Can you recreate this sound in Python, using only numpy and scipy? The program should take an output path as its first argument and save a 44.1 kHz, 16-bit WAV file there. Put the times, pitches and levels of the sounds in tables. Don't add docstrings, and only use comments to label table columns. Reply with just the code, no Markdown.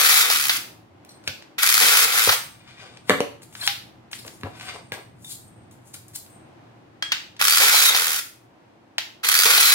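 import sys
import numpy as np
from scipy import signal
from scipy.fft import rfft, irfft, next_fast_len
from scipy.io import wavfile
from scipy.ndimage import uniform_filter1d

SR = 44100
rng = np.random.default_rng(int(sys.argv[2]) if len(sys.argv) > 2 else 0)


def store_wav(level_fs):
    pcm = np.round(np.clip(np.atleast_2d(level_fs), -1, 1) * 32767)
    wavfile.write(sys.argv[1], SR, pcm.T.astype(np.int16))


def field_ratio(decibels):
    return 10 ** (np.asarray(decibels, dtype=float) / 20)


N = 429534
TOOL_LEAD, TABLE_LEAD = 8, -5


def band(x, lo_hz, hi_hz, order=2):
    return signal.sosfilt(signal.butter(order, [lo_hz, hi_hz], "bandpass", fs=SR, output="sos"), x)


def unit(x):
    return x / np.sqrt(np.mean(x ** 2))


def colour(x, points):
    size = next_fast_len(N, True)
    f = np.maximum(np.fft.rfftfreq(size, 1 / SR), 1)
    hz, db = np.transpose(points)
    gain = field_ratio(np.interp(np.log(f), np.log(hz), db))
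    return irfft(rfft(x, size) * gain, size)[:N]


def ring(x, modes):
    out = np.zeros(len(x))
    for hz, db, t60 in modes:
        pole = np.exp(2j * np.pi * hz / SR - np.log(1000) / (t60 * SR))
        out += field_ratio(db) * signal.lfilter([0, pole.imag], [1, -2 * pole.real, abs(pole) ** 2], x)
    return out


def walk(rate):
    k = int(SR / rate)
    return 1.2 * uniform_filter1d(np.repeat(rng.standard_normal(N // k + 1), k), k)[:N]


def grit(rate, spread_db):
    clicks = (rng.random(N) < rate / SR) * rng.standard_normal(N)
    return clicks * field_ratio(spread_db * rng.exponential(size=N))


def ports(x, pan_db, lead):
    left = np.roll(x, -(lead // 2)) * field_ratio(pan_db / 2)
    right = np.roll(x, lead - lead // 2) * field_ratio(-pan_db / 2)
    return np.array([left, right])


def curve(points):
    return np.interp(np.arange(N) / SR, *np.transpose(points))


def add_at(out, s, hit):
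    start = int(s * SR)
    out[start:start + len(hit)] += hit


# (f/Hz, level/dB per Hz)
SHOP_COLOUR = [(12, -51.5), (20, -23), (68, -40.5), (83, -7.5), (123, -3), (285, -8.5), (319, -5),
               (434, -16), (759, -14.5), (1190, -21.5), (1760, -25.5), (2530, -29), (16000, -56)]
# (t/s, level/dB)
HUM_LEVEL = [(0, -63), (.54, -57), (1.52, -62.5), (2.38, -57), (5.5, -54.5), (9.74, -68.5)]
# (f/Hz, level/dB, t60/s)
FAN_TONES = [(98.7, -14.5, 0.92), (116.2, 4.5, 0.31)]


def shop():
    bass_db = curve(HUM_LEVEL)
    air_db = -51 + 0.13 * (bass_db - bass_db.mean())
    mid = colour(rng.standard_normal(N), SHOP_COLOUR)
    side = colour(rng.standard_normal(N), SHOP_COLOUR)
    side = 0.077 * side + band(side, 460, 17000, order=1)
    both = np.array([field_ratio(-19.5) * (mid + side), field_ratio(-20.0) * (mid - side)])
    bass = unit(band(both, 9.5, 230, order=3))
    air = unit(band(both, 250, 17000, order=3))
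    fan = unit(ring(rng.standard_normal(N), FAN_TONES))
    return field_ratio(bass_db) * (bass + fan) + field_ratio(air_db - 3.0 + 1.7 * walk(4)) * air


def room(x):
    treble_t60_s, t60_s = 0.37, 0.4
    t, out = np.arange(SR // 2) / SR, 0
    place = np.cumsum(1 + .3 * walk(3)) * 2 * np.pi * 1.5 / SR
    for share in (np.sin(place), np.cos(place)):
        echoes = rng.standard_normal((2, len(t))) * np.clip((t - .002) / 0.0013, 0, 1)
        tail = band(echoes, 280, 6000, order=1) * field_ratio(-60 * t / t60_s)
        tail += band(echoes, 4000, 20000, order=1) * field_ratio(-60 * t / treble_t60_s)
        tail = tail / np.sqrt(np.sum(tail ** 2) / 2)
        out = out + signal.fftconvolve((share * x)[None], tail, axes=1)[:, :N]
    return out


def strokes(rows):
    t, out = np.arange(N) / SR, np.zeros((len(rows[0]) - 3, N))
    for s, rise, fall, *dbs in rows:
        near = slice(max(int((s - 2 * rise) * SR), 0), int((s + 2 * fall) * SR))
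        away = np.maximum((s - t[near]) / rise, (t[near] - s) / fall)
        out[:, near] += field_ratio(np.array(dbs)[:, None] - 25 * away)
    return out


# (peak t/s, rise/s, fall/s, pipe scrape level/dB, wire rustle level/dB)
RUBS = [(1.09, .005, 0.079, -65, -45), (1.275, 0.038, .002, -43, -40), (2.86, 0.38, 0.134, -39.5, -72),
        (3.093, 0.035, 0.003, -33, -33), (3.42, .005, 0.046, -67, -51), (3.61, 0.19, .04, -65, -70),
        (3.67, 0.12, 0.0018, -35, -23.5), (3.435, 0.024, 0.022, -56, -41), (3.53, .004, 0.042, -61, -46),
        (4.116, 0.0063, 0.35, -64, -36.5), (4.63, 0.12, 0.18, -36, -43), (4.7, 0.14, 0.056, -38, -72),
        (4.76, 0.23, 0.037, -57, -66), (4.93, 0.0022, 0.087, -39, -42), (5.246, 0.0023, 0.16, -71, -40),
        (5.315, 0.092, 0.066, -55, -26.5), (5.712, 0.0036, 0.056, -60, -43.5),
        (5.88, .06, 0.11, -63, -46.5), (5.942, 0.0097, 0.056, -54, -30.5), (6.085, 0.0045, .08, -62, -47.5),
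        (6.155, 0.016, 0.047, -57, -28.5)]
# (peak t/s, rise/s, fall/s, level/dB)
PIPE_SONGS = [(2.37, 0.0021, 0.2, -39), (2.95, 0.67, .2, -62.5), (3.6, 0.045, 0.19, -45),
              (5.4, 0.0054, 0.35, -53), (1.1, .01, .2, -57), (4.68, 0.15, 0.27, -46),
              (4.93, .01, 0.13, -44.5), (6.3, .003, 0.14, -45), (5.35, .08, 0.11, -73)]
# (peak t/s, rise/s, fall/s, level/dB)
DRAGS = [
    (2.85, .15, 0.32, -53),
    (4.27, 0.047, .1, -52),
    (4.47, 0.058, 0.026, -36.5),
    (4.76, 0.068, 0.066, -40.5),
    (4.97, 0.053, 0.06, -39.5),
]
# (f/Hz, level/dB, t60/s)
PIPE_MODES = [(800, 0, 0.025), (1200, -3, .04), (1580, 1, .025), (2155, -10, 0.032), (2430, 3, .025),
              (2850, -6, .04), (3600, -4.5, 0.061), (4700, -6.5, .05), (6800, -16, .04)]
# (f/Hz, level/dB, t60/s)
WIRE_MODES = [(7710, 7.5, 0.0036), (8850, -1, .01), (9260, -6.5, 0.0064), (10800, -13, 0.0032)]


def rubbing():
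    (scraping, fingering), (singing,), (dragging,) = strokes(RUBS), strokes(PIPE_SONGS), strokes(DRAGS)
    slip = grit(6000, 1.5) * field_ratio(3.0 * walk(50))
    rustle = grit(8000, 1.5) * field_ratio(3.0 * walk(60))
    tones = sum(ring(slip * field_ratio(3.5 * walk(30)), [mode]) for mode in PIPE_MODES)
    pipe = .65 * unit(tones) + unit(band(slip * field_ratio(3 * walk(40)), 700, 3800))
    wood = 0.25 * unit(ring(slip, TABLE_MODES)) + unit(band(slip, 270, 1050))
    wire = 0.28 * unit(ring(rustle, WIRE_MODES)) + unit(band(rustle, 6000, 12800))
    wire += 0.51 * unit(band(rustle, 2700, 18000))
    wire += 0.23 * field_ratio(9.1 * walk(30)) * unit(band(rustle, 3800, 5900))
    sing = unit(ring(rng.standard_normal(N) * field_ratio(4.0 * walk(63)), [(8520, 0, .014)]))
    mix = field_ratio(-7.0) * scraping * pipe + field_ratio(-12.0) * fingering * wire
    mix += field_ratio(-7.0) * singing * sing + field_ratio(-1.5) * dragging * wood
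    return ports(mix, 5.6, TABLE_LEAD)


# (t/s, peak level/dB, boom level/dB, crack level/dB, chatter/s)
KNOCKS = [
    (1.276, -23, -14, 11, 0.028),
    (2.274, -10.5, -21.5, -5, 0.035),
    (3.096, -3, -31, 2.5, 0.011),
    (3.105, -5, -37, -37, 0.05),
    (3.205, -8.5, -51, -3, 0.032),
    (4.25, -36, -13, -3, 0.045),
    (4.434, -20, -8.5, -3, 0.047),
    (4.92, -25.5, -19, 4, 0.056),
]
# (f/Hz, level/dB, t60/s)
TABLE_MODES = [(207, -13.5, .12), (280, -9, 0.12), (349.5, -10.5, .05), (454, -4.5, 0.071),
               (509.3, -0.5, 0.089), (578, -3, 0.1), (764, -7.5, 0.025), (1030, -10, 0.022),
               (1143, -7, .04), (1308, -10.5, .04), (1680, -12.5, 0.036), (2320, -12.5, .03),
               (2750, -13.5, .03)]
# (f/Hz, level/dB, t60/s)
BOOM_MODES = [(100, 0, .16), (135, -4, .12), (185, -6, .1)]


def table():
    out, t = np.zeros(N + 16384), np.arange(16384) / SR
    for s, db, boom_db, crack_db, chatter_s in KNOCKS:
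        chatter = 0.034 * np.exp(-(t / chatter_s) ** 2)
        blow = rng.standard_normal(16384) * (np.exp(-t / 0.00065) + chatter)
        shifts = rng.standard_normal((len(TABLE_MODES), 2))
        spot = [(hz * (1 + .03 * a), g + 1.5 * b, t60) for (hz, g, t60), (a, b) in zip(TABLE_MODES, shifts)]
        thud = unit(band(ring(blow, spot), 170, 8000)) + 0.69 * unit(band(blow, 400, 1400))
        boom = band(ring(np.exp(-t / .003), BOOM_MODES), 75, 360, order=3)
        crack = band(blow, 1090, 3000) + 0.14 * band(blow, 5500, 15500)
        parts = zip((0, boom_db, crack_db), (thud, boom, crack))
        hit = sum(field_ratio(g) * p / np.abs(p).max() for g, p in parts)
        add_at(out, s, field_ratio(db) * hit)
    return ports(band(out[:N], 70, 16000), 1.5, TABLE_LEAD)


def taps(events, crack_s, top_hz):
    out, t, turns = np.zeros(N + 2048), np.arange(2048) / SR, np.fft.rfftfreq(2048)[:, None]
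    for s, db, hz, low_db, high_db in events:
        late = np.exp(-2j * np.pi * turns * np.ceil(crack_s * SR * rng.uniform(.05, .55, 4)))
        crack = irfft(np.prod((.7 - late) / (1 - .7 * late), axis=1), 2048)
        crack += .012 * rng.standard_normal(2048) * np.exp(-t / (4 * crack_s))
        low, mid = band(crack, 700, 1400, order=3), band(crack, 1300, 5200)
        centre, high = band(crack, 0.85 * hz, 1.22 * hz, order=1), band(crack, 5400, top_hz)
        parts = zip((low_db, -4, -9, high_db - 5.5), (low, mid, centre, high))
        hit = sum(field_ratio(g) * p / np.abs(p).max() for g, p in parts)
        add_at(out, s, field_ratio(db - 1.5) * hit)
    return out[:N]


# (t/s, peak level/dB, centre f/Hz, highs level/dB)
TICKS = [(1.0486, -38.5, 5400, 3), (1.062, -51, 1510, 0), (1.239, -41, 4180, -15),
         (1.423, -34, 1900, -27.5), (2.9714, -34, 2570, -33), (3.4195, -35, 6840, -8),
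         (3.4291, -44, 5110, -10), (3.6318, -30, 6200, -5), (3.664, -23, 8900, 1), (4.61, -26, 2410, -19),
         (8.9865, -19.5, 3500, -22), (3.5257, -37, 6330, -3), (3.6, -36, 6200, -10),
         (4.1135, -32, 6060, -8), (4.1886, -38, 5170, -21), (4.244, -45, 2310, -13), (4.2638, -37, 2550, 9),
         (4.411, -35, 6370, -15), (4.5971, -32, 2280, -23), (4.9383, -28, 1670, -24),
         (5.4244, -51, 5840, 1.5), (5.714, -49, 2540, -4), (6.0814, -48, 4760, 16), (6.1354, -44, 1820, 8),
         (6.153, -46, 5260, 14), (6.159, -33, 4800, 18.5), (5.2455, -39, 6030, 3.5),
         (6.2627, -41, 3620, -4.5), (7.3648, -37, 3250, -28.5)]
# (t/s, peak level/dB, centre f/Hz, lows level/dB, highs level/dB)
CLACKS = [
    (1.2766, -10.5, 4200, -24, -6),
    (3.5515, -25, 1530, -23, -9),
    (3.6756, -2, 3300, -27, -4),
    (4.1305, -17, 2650, -29, -4.5),
    (4.2784, -25, 5100, -20, -29),
    (4.9209, -19.5, 1670, -12, -1),
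    (5.9416, -29.5, 5560, -17, -15),
    (8.9818, -8, 2860, -19, -10),
]


def touches():
    ticks = [(s, db, hz, -13, high_db) for s, db, hz, high_db in TICKS]
    return taps(CLACKS + ticks, crack_s=.0015, top_hz=15500)


# (t/s, level/dB, f/Hz, t60/s)
RINGS = [(1.091, -48, 4170, 0.087), (1.092, -57, 5860, 0.17), (3.612, -30.5, 4130, 0.088),
         (3.638, -23.5, 3326, 0.059), (3.622, -37.5, 1670, 0.055), (3.677, -30, 810, 0.096),
         (4.919, -33, 1632, 0.07), (5.246, -42.5, 3600, 0.13),
         (7.0235, -27, 3270, .16),
    (7.0235, -31, 1647, .11),
    (7.0235, -50, 8440, .2),
]


def rings():
    out, t = np.zeros(N + 16384), np.arange(16384) / SR
    for s, db, hz, t60 in RINGS:
        pair = np.sin(2 * np.pi * hz * t) + .7 * np.sin(2 * np.pi * 1.011 * hz * t + 6 * rng.random())
        add_at(out, s, field_ratio(db - 60 * t / t60) * pair)
    return out[:N]


# (t/s, peak level/dB, centre
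# f/Hz, lows level/dB)
CLUNKS = [(0.0742, -17, 4030, -29.5), (0.3, -4.5, 4580, -15.5), (0.359, -13.5, 2380, -30.5),
          (0.4946, -4, 3500, -40.5), (0.5605, -18.5, 2330, -36), (1.5809, -24.5, 1245, -29),
          (1.6322, -8, 1430, -32.5), (1.9499, -7, 1534, -22.5), (2.1186, -23, 2250, -18),
          (2.144, -21, 2090, -26), (2.2903, 0, 1330, -27), (2.321, -6, 5080, -12),
          (7.4121, -3.5, 1404, -33.5), (7.6017, -9, 4410, -21), (7.63, -5.5, 1212, -17),
          (7.7377, -12, 4260, -4), (7.9028, -18, 3650, -6), (7.9477, -4, 4000, -18),
          (9.4575, -10.5, 1074, -26), (9.5784, -4.5, 3720, -14.5)]
# (t/s, peak level/dB, centre f/Hz, lows level/dB, highs level/dB)
NOSE_CLICKS = [
    (7.0242, -11.5, 1700, -33.5, -13),
    (7.1192, -6.5, 2830, -40, -11),
]


def clunks():
    stops = [(*row, -1.5) for row in CLUNKS]
    return taps(NOSE_CLICKS + stops, crack_s=.003, top_hz=17000)


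FEED_KNOCKS = [1.631, 1.663, 1.690, 1.715, 1.741, 1.768, 1.791, 7.413, 7.441, 7.471, 7.497, 7.523, 7.547,
               7.572, 9.287, 9.316, 9.341, 9.365, 9.389, 9.410, 9.434]
# (first t/s, last t/s, teeth, slowing 0-1)
RATCHETS = [
    (.312, .483, 14, .15),
    (2.177, 2.276, 12, .09),
    (7.962, 8.143, 16, .06),
]


def teeth():
    times = [FEED_KNOCKS, np.add(FEED_KNOCKS, .0102)]
    for first, last, count, slowing in RATCHETS:
        part = np.linspace(0, 1, count)
        times.append(first + (last - first) * (part + slowing * (part ** 2 - part)))
    times = np.concatenate(times)
    blows, t = np.zeros(N), np.arange(1024) / SR
    blows[(times * SR).astype(int)] = field_ratio(1.5 * rng.standard_normal(len(times)))
    shape = np.exp(-t / 0.0015) * (1 - np.exp(-t / 0.00095))
    return np.maximum(signal.fftconvolve(blows, shape / shape.max())[:N], 0)


# (feed t/s, twist t/s, coast t/s, hook return t/s, stop t/s)
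TIES = [
    (-.3, -.08, .23, .3, .575),
    (1.581, 1.81, 2.05, 2.14, 2.35),
    (7.391, 7.6, 7.9, 7.95, 8.2),
    (9.229, 9.455, 9.8, 9.85, 10.05),
]
# (wake/s, spin-up/s, return level/dB, lows level/dB, whine level/dB,
# slow return level/dB, lows lost on return level/dB)
MANNERS = [
    (.005, .02, -1.5, -1, -5, -5, 11.5),
    (.0012, 0.028, 3, 0, -12.5, 3, 4.5),
    (0.0035, 0.0087, -0.5, -1.1, 1, -0.8, -1.5),
    (0.0055, 0.01, .1, -0.5, 3.5, .3, .3),
]
# (first level/dB, last level/dB, low kick on engaging level/dB,
# dulled highs on engaging level/dB, engaging/s)
LOADS = [
    (-24.5, -22, 0, 8, 0.033),
    (-20, -22, 13, 3, 0.16),
    (-28.5, -27.5, 17, 5.5, 0.086),
    (-24.5, -31.5, 12, 1.5, 0.12),
]
# (first knocks/s, last knocks/s, first knock depth/dB, last knock depth/dB)
TURNS = [
    (23.72, 44, 12.5, 11),
    (154.9, 143, 14, 6.5),
    (143.5, 135, 8, 4.5),
    (97.96, 74, 6.5, 12),
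]
# (first f/Hz, last f/Hz, first level/dB, last level/dB, bend of the glide)
MESH = [
    (3980, 4850, -26, -12.5, 0.74),
    (4300, 3720, -29.5, -0.5, 1.7),
    (3666, 3100, -9, -22.5, 1.1),
    (3700, 3700, -30, -31, 1.1),
]


def cycle():
    t, marks = np.arange(N) / SR, np.ravel(TIES)
    at = np.searchsorted(marks, t, side="right") - 1
    tie, stage = np.divmod(at, len(TIES[0]))
    running, since = stage < len(LOADS), t - marks[at]
    stage = np.minimum(stage, len(LOADS) - 1)
    done = np.where(running, since / np.diff(marks)[at], 1)
    back = stage == len(LOADS) - 1
    wake_s, spin_s, back_db, lows_db, sings_db, slow_db, thin_db = np.array(MANNERS)[tie].T
    first_db, last_db, kick_db, dull_db, engage_s = np.array(LOADS)[stage].T
    fast, slow, deep_db, shallow_db = np.array(TURNS)[stage].T
    from_hz, to_hz, quiet_db, loud_db, bend = np.array(MESH)[stage].T

    db = first_db + (last_db - first_db) * done + back_db * back
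    db -= (stage == 0) * (3.5 * np.exp(-since / spin_s) + 26 * np.exp(-since / wake_s))
    db -= back * slow_db * np.exp(-(since / .03) ** 2)
    lows_db = lows_db - back * thin_db * (1 - np.exp(-since / .05))
    low_db = -26 + lows_db + kick_db * np.exp(-since / engage_s)
    high_db = 2.5 - dull_db * np.exp(-(since / engage_s) ** 3)

    rate = fast + (slow - fast) * done
    depth_db = deep_db + (shallow_db - deep_db) * done
    glide = done ** bend
    whine_hz = from_hz + (to_hz - from_hz) * glide
    whine_db = sings_db + quiet_db + (loud_db - quiet_db) * glide
    whine_db = whine_db - 9 * done ** 7
    twisting = (stage > 0) & ~back
    gate = uniform_filter1d(1. * running, size=100, origin=49, mode="nearest")
    return gate, (db, low_db, high_db), (rate, depth_db, whine_hz, whine_db, twisting)


# (f/Hz, level/dB per Hz)
GEAR_COLOUR = [(88, -54.5), (150, -42), (280, -25), (328, -47), (457, 8.5), (675, -12), (759, 3.5),
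               (979, -13), (1420, 6.5), (2360, 9), (2650, 10.5), (4670, 2.5), (8230, -13.5), (11300, -16),
               (16000, -19.5)]
# (f/Hz, width/Hz, level/dB)
HOUSING = [(447, 3.8, -5.5), (1430, 120, 28.5), (2480, 210, -14.5), (3720, 420, 26), (5000, 300, 1),
           (10840, 750, -21), (11000, 350, -13)]
# (t/s, left minus right level/dB)
TOOL_PAN = [(0, 2.5), (.6, 0.5), (1.6, 1.5), (8.2, -1.5), (9.2, -2.5), (9.74, -0.5)]


def tool():
    gate, (db, low_db, high_db), (rate, depth_db, whine_hz, whine_db, twisting) = cycle()
    pan_db = curve(TOOL_PAN)
    turns = np.cumsum(rate * (1 + 0.023 * walk(60))) / SR
    size = field_ratio(2.2 * rng.standard_normal((N // 50, 2)))[turns.astype(int)].T
    knock = size[0] * np.exp(-(turns % 1) / rate / .0025)
    knock += .7 * size[1] * np.exp(-((turns - .4) % 1) / rate / .002)
    swell = 1 + (field_ratio(depth_db) - 1) * (twisting * knock + teeth())
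    swell = swell * field_ratio(1.8 * walk(150))
    swell = swell / np.sqrt(uniform_filter1d(swell ** 2, size=2500))
    whine = np.sin(2 * np.pi * np.cumsum(whine_hz * (1 + 0.014 * walk(200))) / SR)
    whine = whine * field_ratio(whine_db + 4.0 * walk(50))
    out = ports(gate * field_ratio(db) * 3.1 * whine, pan_db, TOOL_LEAD)

    modes = [(hz, mode_db, 0.74 / width) for hz, width, mode_db in HOUSING]
    for lead, part_db, side_db in ((TOOL_LEAD, -2.5, .3), (TOOL_LEAD + 3, -6, 5), (TOOL_LEAD - 5, -7, -6)):
        rattle = swell * unit(rng.standard_normal(N) + .4 * unit(grit(4000, 1.5)))
        body = unit(colour(rattle, GEAR_COLOUR)) + 0.29 * unit(ring(rattle, modes))
        body = body - .6 * band(body, 2625, 3075, order=1)
        low = unit(band(body, 240, 1040, order=3))
        mid = unit(band(body, 1100, 7900, order=4))
        high = unit(band(body, 8900, 22000, order=3))
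        sound = gate * field_ratio(db + part_db) * (mid + field_ratio(low_db) * low + field_ratio(high_db) * high)
        out += ports(sound, pan_db + side_db, lead)
    return out


def scene():
    held = tool() + ports(clunks(), .3, TOOL_LEAD)
    laid = rubbing() + table() + ports(touches() + rings(), 2.0, TABLE_LEAD)
    echoes = room(held[0] + field_ratio(-0.2) * laid[0])
    return field_ratio(3.0) * (held + laid) + field_ratio(-2.5) * echoes + shop()


def low_pass(x):
    return signal.sosfilt(signal.butter(12, 17100, fs=SR, output="sos"), x)


def record(dry):
    x = 1.2 * np.tanh(dry / 1.2)
    x = signal.sosfilt(signal.butter(2, 45, "highpass", fs=SR, output="sos"), x)
    x = signal.sosfilt(signal.ellip(10, .2, 60, 15800, fs=SR, output="sos"), x)
    return low_pass(np.clip(x, -1, 1))


dry = scene()
out = record(dry)
store_wav(out)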